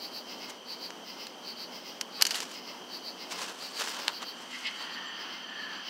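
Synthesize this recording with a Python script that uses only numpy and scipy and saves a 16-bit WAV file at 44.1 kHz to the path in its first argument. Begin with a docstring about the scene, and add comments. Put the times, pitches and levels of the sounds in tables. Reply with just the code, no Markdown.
"""Katydids and a fish on a summer night bank

Two katydids trade two-syllable rasps, scraper over file, above a chorus of crickets made of fluttering narrow bands.
Close by someone holds up a fish: it thrashes with wet slaps, short ringing bursts, and hands and clothes rustle in
grains. Late on the microphone swings round to face the chorus, thin high lisps and a distant trill.
Far traffic and machinery lie underneath as coloured noise and a wavering hum."""
import sys
import numpy as np
from scipy import signal
from scipy.fft import rfft, irfft
from scipy.io import wavfile
from scipy.ndimage import uniform_filter1d

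SR = 44100
rng = np.random.default_rng(int(sys.argv[2]) if len(sys.argv) > 2 else 0)


def materialize(psi):
    """Save the field psi as 16-bit PCM at rate SR to the path in sys.argv[1].

    A 1-D psi becomes a single channel; in a 2-D psi each row is a channel.
    """
    bounded = np.clip(np.atleast_2d(psi).T, -1, 1)
    quanta = np.round(bounded * 32767).astype(np.int16)
    wavfile.write(sys.argv[1], SR, quanta)


N = 259749
TIME = np.arange(N) / SR  # s
HZ = np.fft.rfftfreq(N, 1 / SR)

# The ring shared by slaps, taps and sticky snaps. Each row: frequency in Hz, relative level in dB.
KNOCK_SPECTRUM = [(100, -46), (500, -31.5), (930, -8.5), (1200, -15), (1600, -6.5), (2050, -8.5),
                  (2400, -7.5), (2650, -7.5), (2950, 0), (3550, -13.5), (4400, -3.5), (5300, -11),
                  (7100, -10.5), (8600, -16.5), (9900, -17.5), (10500, -20.5), (11200, -15), (12200, -31),
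                  (13000, -15.5), (14200, -27), (16500, -41)]


def amp(db):
    """Decibels to gain."""
    return 10 ** (np.asarray(db) / 20)


def unit(x):
    """Scales to rms 1."""
    return x / np.sqrt(np.mean(x ** 2) + 1e-20)


def read(points, hz):
    """Reads a spectrum's value, joined on a log-frequency axis."""
    f, value = np.transpose(points)
    return np.interp(np.log(hz + 1), np.log(f + 1), value)


def add(mix, s, sound):
    """Mixes a sound in, starting at time s; whatever falls outside the mix is cut."""
    start = round(s * SR)
    sound = sound[max(-start, 0):]
    part = mix[max(start, 0):][:len(sound)]
    part += sound[:len(part)]


def shaped(x, db):
    """Colours a whole-length signal by a gain in dB at each of HZ."""
    return irfft(rfft(x) * amp(db), N)


def ring(points, tilt_db=0, peak_hz=4000, peak_db=0, octaves=0.27, size=2048):
    """Impulse response of a body with this spectrum, tilted per octave about peak_hz, that resonance brought out."""
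    hz = np.fft.rfftfreq(size, 1 / SR)
    apart = np.log2(np.maximum(hz, 300) / peak_hz)  # octaves from the resonance
    db = read(points, hz) + tilt_db * apart + peak_db * np.exp(-(apart / octaves) ** 2)
    log_gain = np.log(amp(np.concatenate([db, db[-2:0:-1]])))
    # minimum phase: the body sounds only after it is struck
    spectrum = np.exp(np.conj(signal.hilbert(log_gain)))
    response = np.fft.ifft(spectrum).real[:size // 2]
    return response / np.linalg.norm(response)


def drift(rate_hz):
    """Slow random wander of rms 1: noise through a soft low-pass."""
    lowpass = np.exp(-(HZ / rate_hz) ** 2) * (HZ > 0)
    return unit(irfft(rfft(rng.standard_normal(N)) * lowpass, N))


def voices(hz, width_hz):
    """Many far singers near one pitch merge into a fluttering narrow band of rms 1."""
    phase = 2 * np.pi * np.cumsum(hz * np.ones(N)) / SR
    return unit(drift(width_hz * 0.71) * np.cos(phase) + drift(width_hz * 0.41) * np.sin(phase))


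def swell(s, rise_s, fall_s, shape=2):
    """A rise to 1 at time s and a fall back; shape 1 is pointed, 2 is rounded."""
    return np.exp(-(abs(TIME - s) / np.where(TIME < s, rise_s, fall_s)) ** shape)


def trees(x, wet_db, t60):
    """Ground and foliage scatter sound into sparse random echoes that fade 60 dB in t60 seconds."""
    t = np.arange(SR // 2) / SR
    sparse = rng.standard_normal(len(t)) * (rng.random(len(t)) < .1)
    tail = sparse * (t > .003) * amp(-60 * t / t60)  # first echo after 3 ms
    wet = signal.fftconvolve(x, tail / np.linalg.norm(tail))[:N]
    return (x + amp(wet_db) * wet) / np.sqrt(1 + amp(wet_db) ** 2)


def air(facing, swell_db=1.0, waver_hz=8):
    """Night air and far traffic as a wash whose colour turns with the microphone, plus a wavering machinery hum."""
    # Colour of the wash. Each row: frequency in Hz, relative level in dB.
    wash_spectrum = [(30, -42), (65, -32), (110, -20), (170, -8), (250, 2), (340, 1), (950, -1),
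                     (1600, -11), (2400, -15), (3700, -16), (5800, -13), (6900, -21.5), (10000, -29),
                     (15500, -28)]
    # Change of colour with the microphone swung round. Each row: frequency in Hz, gain in dB.
    turned_colour = [(250, 0), (450, -6.5), (750, -2.5), (1100, 5.5), (1600, 13), (2400, 8.5), (4000, 7),
                     (6000, -3), (12000, -3.5)]
    # Distant machinery. Each row: frequency in Hz, level in dB before the 1 dB lift below.
    hum_tones = [(188.4, -67.5), (226.1, -68), (247.6, -65)]
    ahead = unit(shaped(rng.standard_normal(N), read(wash_spectrum, HZ)))
    turned = shaped(ahead, read(turned_colour, HZ))
    level = amp(-48.13 + swell_db * drift(5.0))
    wash = level * ((1 - facing) * ahead + facing * turned)
    hum = sum(amp(db + 1) * voices(hz, waver_hz) for hz, db in hum_tones)
    return wash + hum


def crickets(facing, swell_db=-0.3):
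    """A steady chorus of merged singers in several bands, each changed in level where the microphone faces it."""
    # Each row: centre in Hz, width in Hz, level in dB, gain in dB when the microphone faces the chorus fully.
    bands = [(3120, 335, -56, 10), (2960, 660, -60, 13), (4580, 700, -65.5, 14), (6000, 330, -64.5, 5),
             (8200, 380, -75, -12)]
    chorus = np.zeros(N)
    for hz, width_hz, db, gain_db in bands:
        level = amp(db + gain_db * facing + swell_db * drift(15))
        chorus += level * voices(hz, width_hz)
    return chorus


def paired(calls, accent_db, gap_s=.127):
    """Makes each call two wing strokes, the second gap_s later and accented: rows of time, level, tilt."""
    return [(s + k * gap_s, db + k * accent_db, tilt_db) for s, db, tilt_db in calls for k in range(2)]


def katydid(strokes, wing, teeth_hz, jitter, grit, rise, fall, speed_up=1.35, catch_s=0.0011, count=64):
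    """Each stroke drags a scraper over a file, ever faster, harder and then softer; every tooth rings the wing."""
    out = np.zeros(N)
    rate = teeth_hz * speed_up ** np.linspace(-1, 1, count)  # teeth per second
    for s, db, tilt_db in strokes:
        spacing = np.maximum(1 + jitter * rng.standard_normal(count), .2) / rate
        at = np.cumsum(spacing)
        peak_s = at[count // 2]
        from_peak = at - peak_s
        teeth = np.zeros(SR // 2)
        teeth[(at * SR).astype(int)] = np.exp(-(from_peak / np.where(from_peak < 0, rise, fall)) ** 2)
        # each click trails a tiny gritty scrape
        trail = signal.lfilter([1], [1, -np.exp(-1 / (catch_s * SR))], teeth + 1e-18)
        scrapes = trail * rng.standard_normal(len(teeth))
        rasp = signal.fftconvolve(unit(teeth) + grit * unit(scrapes), ring(wing, tilt_db))
        # sets the level at the stroke's peak, whatever the tooth rate
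        loudness = amp(db) * np.sqrt(SR / teeth_hz) * np.linalg.norm(teeth)
        add(out, s - peak_s, loudness * rasp / np.linalg.norm(rasp))
    return out


def near_katydid():
    """The nearer singer: fairly even teeth, a wing ringing mostly around 4.6 kHz, a short scatter."""
    # Each row: peak of the first stroke in seconds, level in dB, tilt in dB per octave.
    calls = [(.041, -39.5, -0.5), (.717, -39.5, -2.5), (1.49, -39.5, -2.5), (2.174, -42, -3.5),
             (2.952, -39.5, -2), (3.65, -40, -2), (4.161, -41.5, -1.5), (4.814, -44.5, -4),
             (5.621, -47, -5.5)]
    # How its wings ring. Each row: frequency in Hz, relative level in dB.
    wing = [(200, -57), (2700, -16), (3500, -28), (3900, -8.5), (4330, -3), (4600, 1.5), (4880, -5),
            (5600, -15.5), (6600, -29), (9600, -31), (11600, -27), (11950, -16.5), (12500, -28),
            (15700, -21)]
    strokes = paired(calls, accent_db=-0.2)
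    rasps = katydid(strokes, wing, teeth_hz=330.4, jitter=.08, grit=0.53, rise=0.046, fall=0.034)
    return trees(rasps, wet_db=-5, t60=.16)


def far_katydid():
    """The farther singer: looser teeth, a wing with strong low and high rings, a long and loud scatter."""
    # Each row: peak of the first stroke in seconds, level in dB, tilt in dB per octave.
    calls = [(.312, -41.5, 2.5), (1.095, -42, 3), (1.757, -42.5, 3.5), (2.565, -42.5, 2), (3.222, -41.5, 1),
             (3.902, -42, 3.5), (4.545, -40, -10.5), (5.21, -44.5, 0), (5.88, -41.5, 0)]
    # How its wings ring. Each row: frequency in Hz, relative level in dB.
    wing = [(200, -91), (1930, -9), (2110, 5.5), (2290, -13), (2600, -1), (3000, -0.5), (3500, -10),
            (4600, 0), (5050, 2), (5700, -7), (6700, -24.5), (10000, -34), (13000, -27.5), (15500, -21.5)]
    strokes = paired(calls, accent_db=0.6)
    rasps = katydid(strokes, wing, teeth_hz=340.5, jitter=.15, grit=0.58, rise=0.045, fall=0.025)
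    return trees(rasps, wet_db=-0.5, t60=0.4)


def rubbing(grains_per_s=3500, spread_db=1.5, clump_db=2, snaps_per_s=70, snap_db=-8):
    """Skin and cloth catch and slip in tiny clumped grains: a dull scuff, crackle and a few sticky snaps on top."""
    # One row a stroke: hardest moment in seconds, fade in seconds, relative scuff level in dB, crackle level in dB.
    rubs = [(.5, 0.011, -55, -41.5), (2.211, 0.016, -39.5, -53), (2.36, 0.068, -45, -37),
            (2.428, 0.011, -46, -37.5), (2.52, 0.05, -54, -48.5), (3.323, 0.016, -42, -38),
            (3.42, 0.046, -41, -38), (3.497, 0.034, -43, -44), (3.631, 0.13, -51.5, -48),
            (3.81, 0.033, -38.5, -33.5), (3.9, 0.12, -47.5, -42), (3.995, 0.051, -41, -47),
            (4.09, 0.044, -42.5, -49), (4.228, 0.013, -41, -45.5), (4.41, 0.044, -67, -53),
            (4.62, 0.23, -70, -50.5), (4.825, 0.036, -45, -51)]
    # Colour of the dull scuff. 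Each row: frequency in Hz, relative level in dB.
    scuff_spectrum = [(50, -48), (150, -33), (450, 6.5), (750, 7), (1050, 12), (1700, 7.5), (2300, -3),
                      (2700, 7.5), (4500, 0), (9000, -67)]
    # Colour of the crackle. Each row: frequency in Hz, relative level in dB.
    crackle_spectrum = [(60, -56), (600, -26), (1800, 1.5), (2800, -0.5), (5300, 3.5), (8000, -3.5),
                        (10000, -11.5), (12500, -16), (15500, -18)]
    _, _, scuff_db, crackle_db = np.transpose(rubs)
    strokes = np.array([swell(s, fade, fade, shape=1.29) for s, fade, _, _ in rubs])
    # overlapping strokes add in power
    scuff_level = amp(2.5) * np.sqrt(amp(scuff_db) ** 2 @ strokes ** 2)
    crackle_level = np.sqrt(amp(crackle_db) ** 2 @ strokes ** 2)
    clumps = amp(clump_db * drift(96))
    size = amp(spread_db * np.minimum(rng.exponential(1, (2, N)), 4))
    happens = rng.random((2, N)) < grains_per_s / SR
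    slips = size * rng.choice([-1, 1], (2, N)) * happens * clumps
    scuff = unit(signal.fftconvolve(slips[0], ring(scuff_spectrum))[:N])
    crackle = unit(signal.fftconvolve(slips[1], ring(crackle_spectrum))[:N])
    pulls = size[0] * (rng.random(N) < snaps_per_s / SR)
    snaps = unit(signal.fftconvolve(pulls, ring(KNOCK_SPECTRUM))[:N])
    return scuff_level * scuff + crackle_level * (crackle + amp(snap_db) * snaps)


def knocks(level_db=-6, attack=0.00014, resonance_db=8):
    """Each slap or tap is a burst of a few milliseconds that excites all pitches evenly and rings briefly."""
    # Each row: contact in seconds, level in dB before level_db, decay in seconds, tilt in dB per octave,
    # resonance brought out in Hz.
    blows = [(0.9046, -23, 0.0014, -5.5, 5900), (1.2686, -24, 0.002, -1, 4100),
             (2.0115, -13, 0.0021, 0, 5550), (2.2125, -12, 0.003, -0.5, 5100),
             (2.2221, 0.5, 0.0019, 1.5, 4970), (2.2238, -4, 0.00088, 11.5, 5660),
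             (2.252, -11, 0.0028, .5, 5000), (2.2667, -13.5, 0.0037, 2, 6100),
             (2.3076, -15.5, 0.0049, -0.5, 5100), (2.3437, -17, 0.0023, -1, 2900),
             (2.355, -21.5, .005, 2, 3900), (2.361, -25, 0.0021, 2, 11100), (2.4037, -16.5, .0016, 0, 5900),
             (3.874, -18.5, 0.0018, -7.5, 1350), (3.893, -23, .001, 3, 8400),
             (3.991, -25, 0.0013, 1.5, 2500), (4, -20, .001, -5, 5500), (4.0805, -0.5, 0.00066, -3, 3740),
             (4.669, -29, .0027, -1, 2830)]
    lead = .01  # s ahead of the contact, room for what the evening-out smears
    out = np.zeros(N)
    t = np.maximum(np.arange(4096) / SR - lead, 0)
    for s, db, decay, tilt_db, hz in blows:
        force = (1 - np.exp(-t / attack)) * np.exp(-t / decay)
        splatter = rfft(force * rng.standard_normal(len(t)))
        # evens out the spectrum so that no pitch stands out by chance
        local_power = uniform_filter1d(abs(splatter) ** 2, size=25)
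        burst = irfft(splatter / np.sqrt(local_power + 1e-12))
        blow = signal.fftconvolve(burst, ring(KNOCK_SPECTRUM, tilt_db, hz, resonance_db))
        add(out, s - lead, amp(db + level_db) * blow * np.linalg.norm(force) / np.linalg.norm(blow))
    return out


def lisps(hz=7450, width_hz=220, length=0.022, gap_s=.139):
    """A small insect's evenly spaced soft swells of a nearly pure high note."""
    # Each row: first lisp in seconds, last lisp in seconds, level in dB.
    runs = [(4.386, 5.085, -61.5), (5.503, 5.781, -69)]
    level = np.zeros(N)
    for first, last, db in runs:
        for s in np.arange(first, last + gap_s / 2, gap_s):
            level += amp(db) * swell(s, length, length)
    return level * voices(hz, width_hz)


def swept(x, s=4.667, length=.026, gain_db=7.5):
    """The microphone swings past a singer: for a moment it is louder and fuller."""
    # What the sweep picks up. 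Each row: frequency in Hz, gain in dB before gain_db.
    colour = [(1500, -19), (2100, -4.5), (2700, -4), (3400, 8), (5000, -3), (8000, -1), (15000, -16)]
    return x + amp(gain_db) * swell(s, length, length) * shaped(x, read(colour, HZ))


def trill(width_hz=210, sag_hz_per_s=240):
    """Two far calls, perhaps a frog's: fluttering bands that swell, fade and sag in pitch."""
    # Each row: loudest moment in seconds, half length in seconds, level in dB, pitch at the loudest in Hz.
    calls = [(5.022, 0.26, -46, 1820), (5.635, 0.16, -42.5, 1745)]
    out = np.zeros(N)
    for s, length, db, hz in calls:
        pitch = hz - sag_hz_per_s * (TIME - s)
        out += amp(db) * swell(s, length, length) * voices(pitch, width_hz)
    return out


def scene():
    """Insects in the trees, handling close by; both channels hear the same."""
    # How far the microphone faces the chorus. Each row: time in seconds, share from 0 to 1.
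    turning = [(0, 0.09), (2.8, 0.14), (3.6, 0.03), (4.1, .3), (4.42, 0.4), (4.6, 0.62), (5, 0.92),
               (5.45, 0.74), (5.9, 0.83)]
    facing = np.clip(np.interp(TIME, *np.transpose(turning)), 0, 1)
    insects = crickets(facing) + near_katydid() + swept(far_katydid()) + lisps()
    handling = rubbing() + trees(knocks(), wet_db=-18.5, t60=0.072)
    mono = air(facing) + insects + handling + trill()
    return np.array([mono, mono])


def record(dry):
    """The recorder's band limit: a steep low-pass at 15.8 kHz."""
    lowpass = signal.firwin(511, 15800, window=("kaiser", 9), fs=SR)
    return signal.oaconvolve(dry, lowpass[None], "same")


dry = scene()
out = record(dry)
materialize(out)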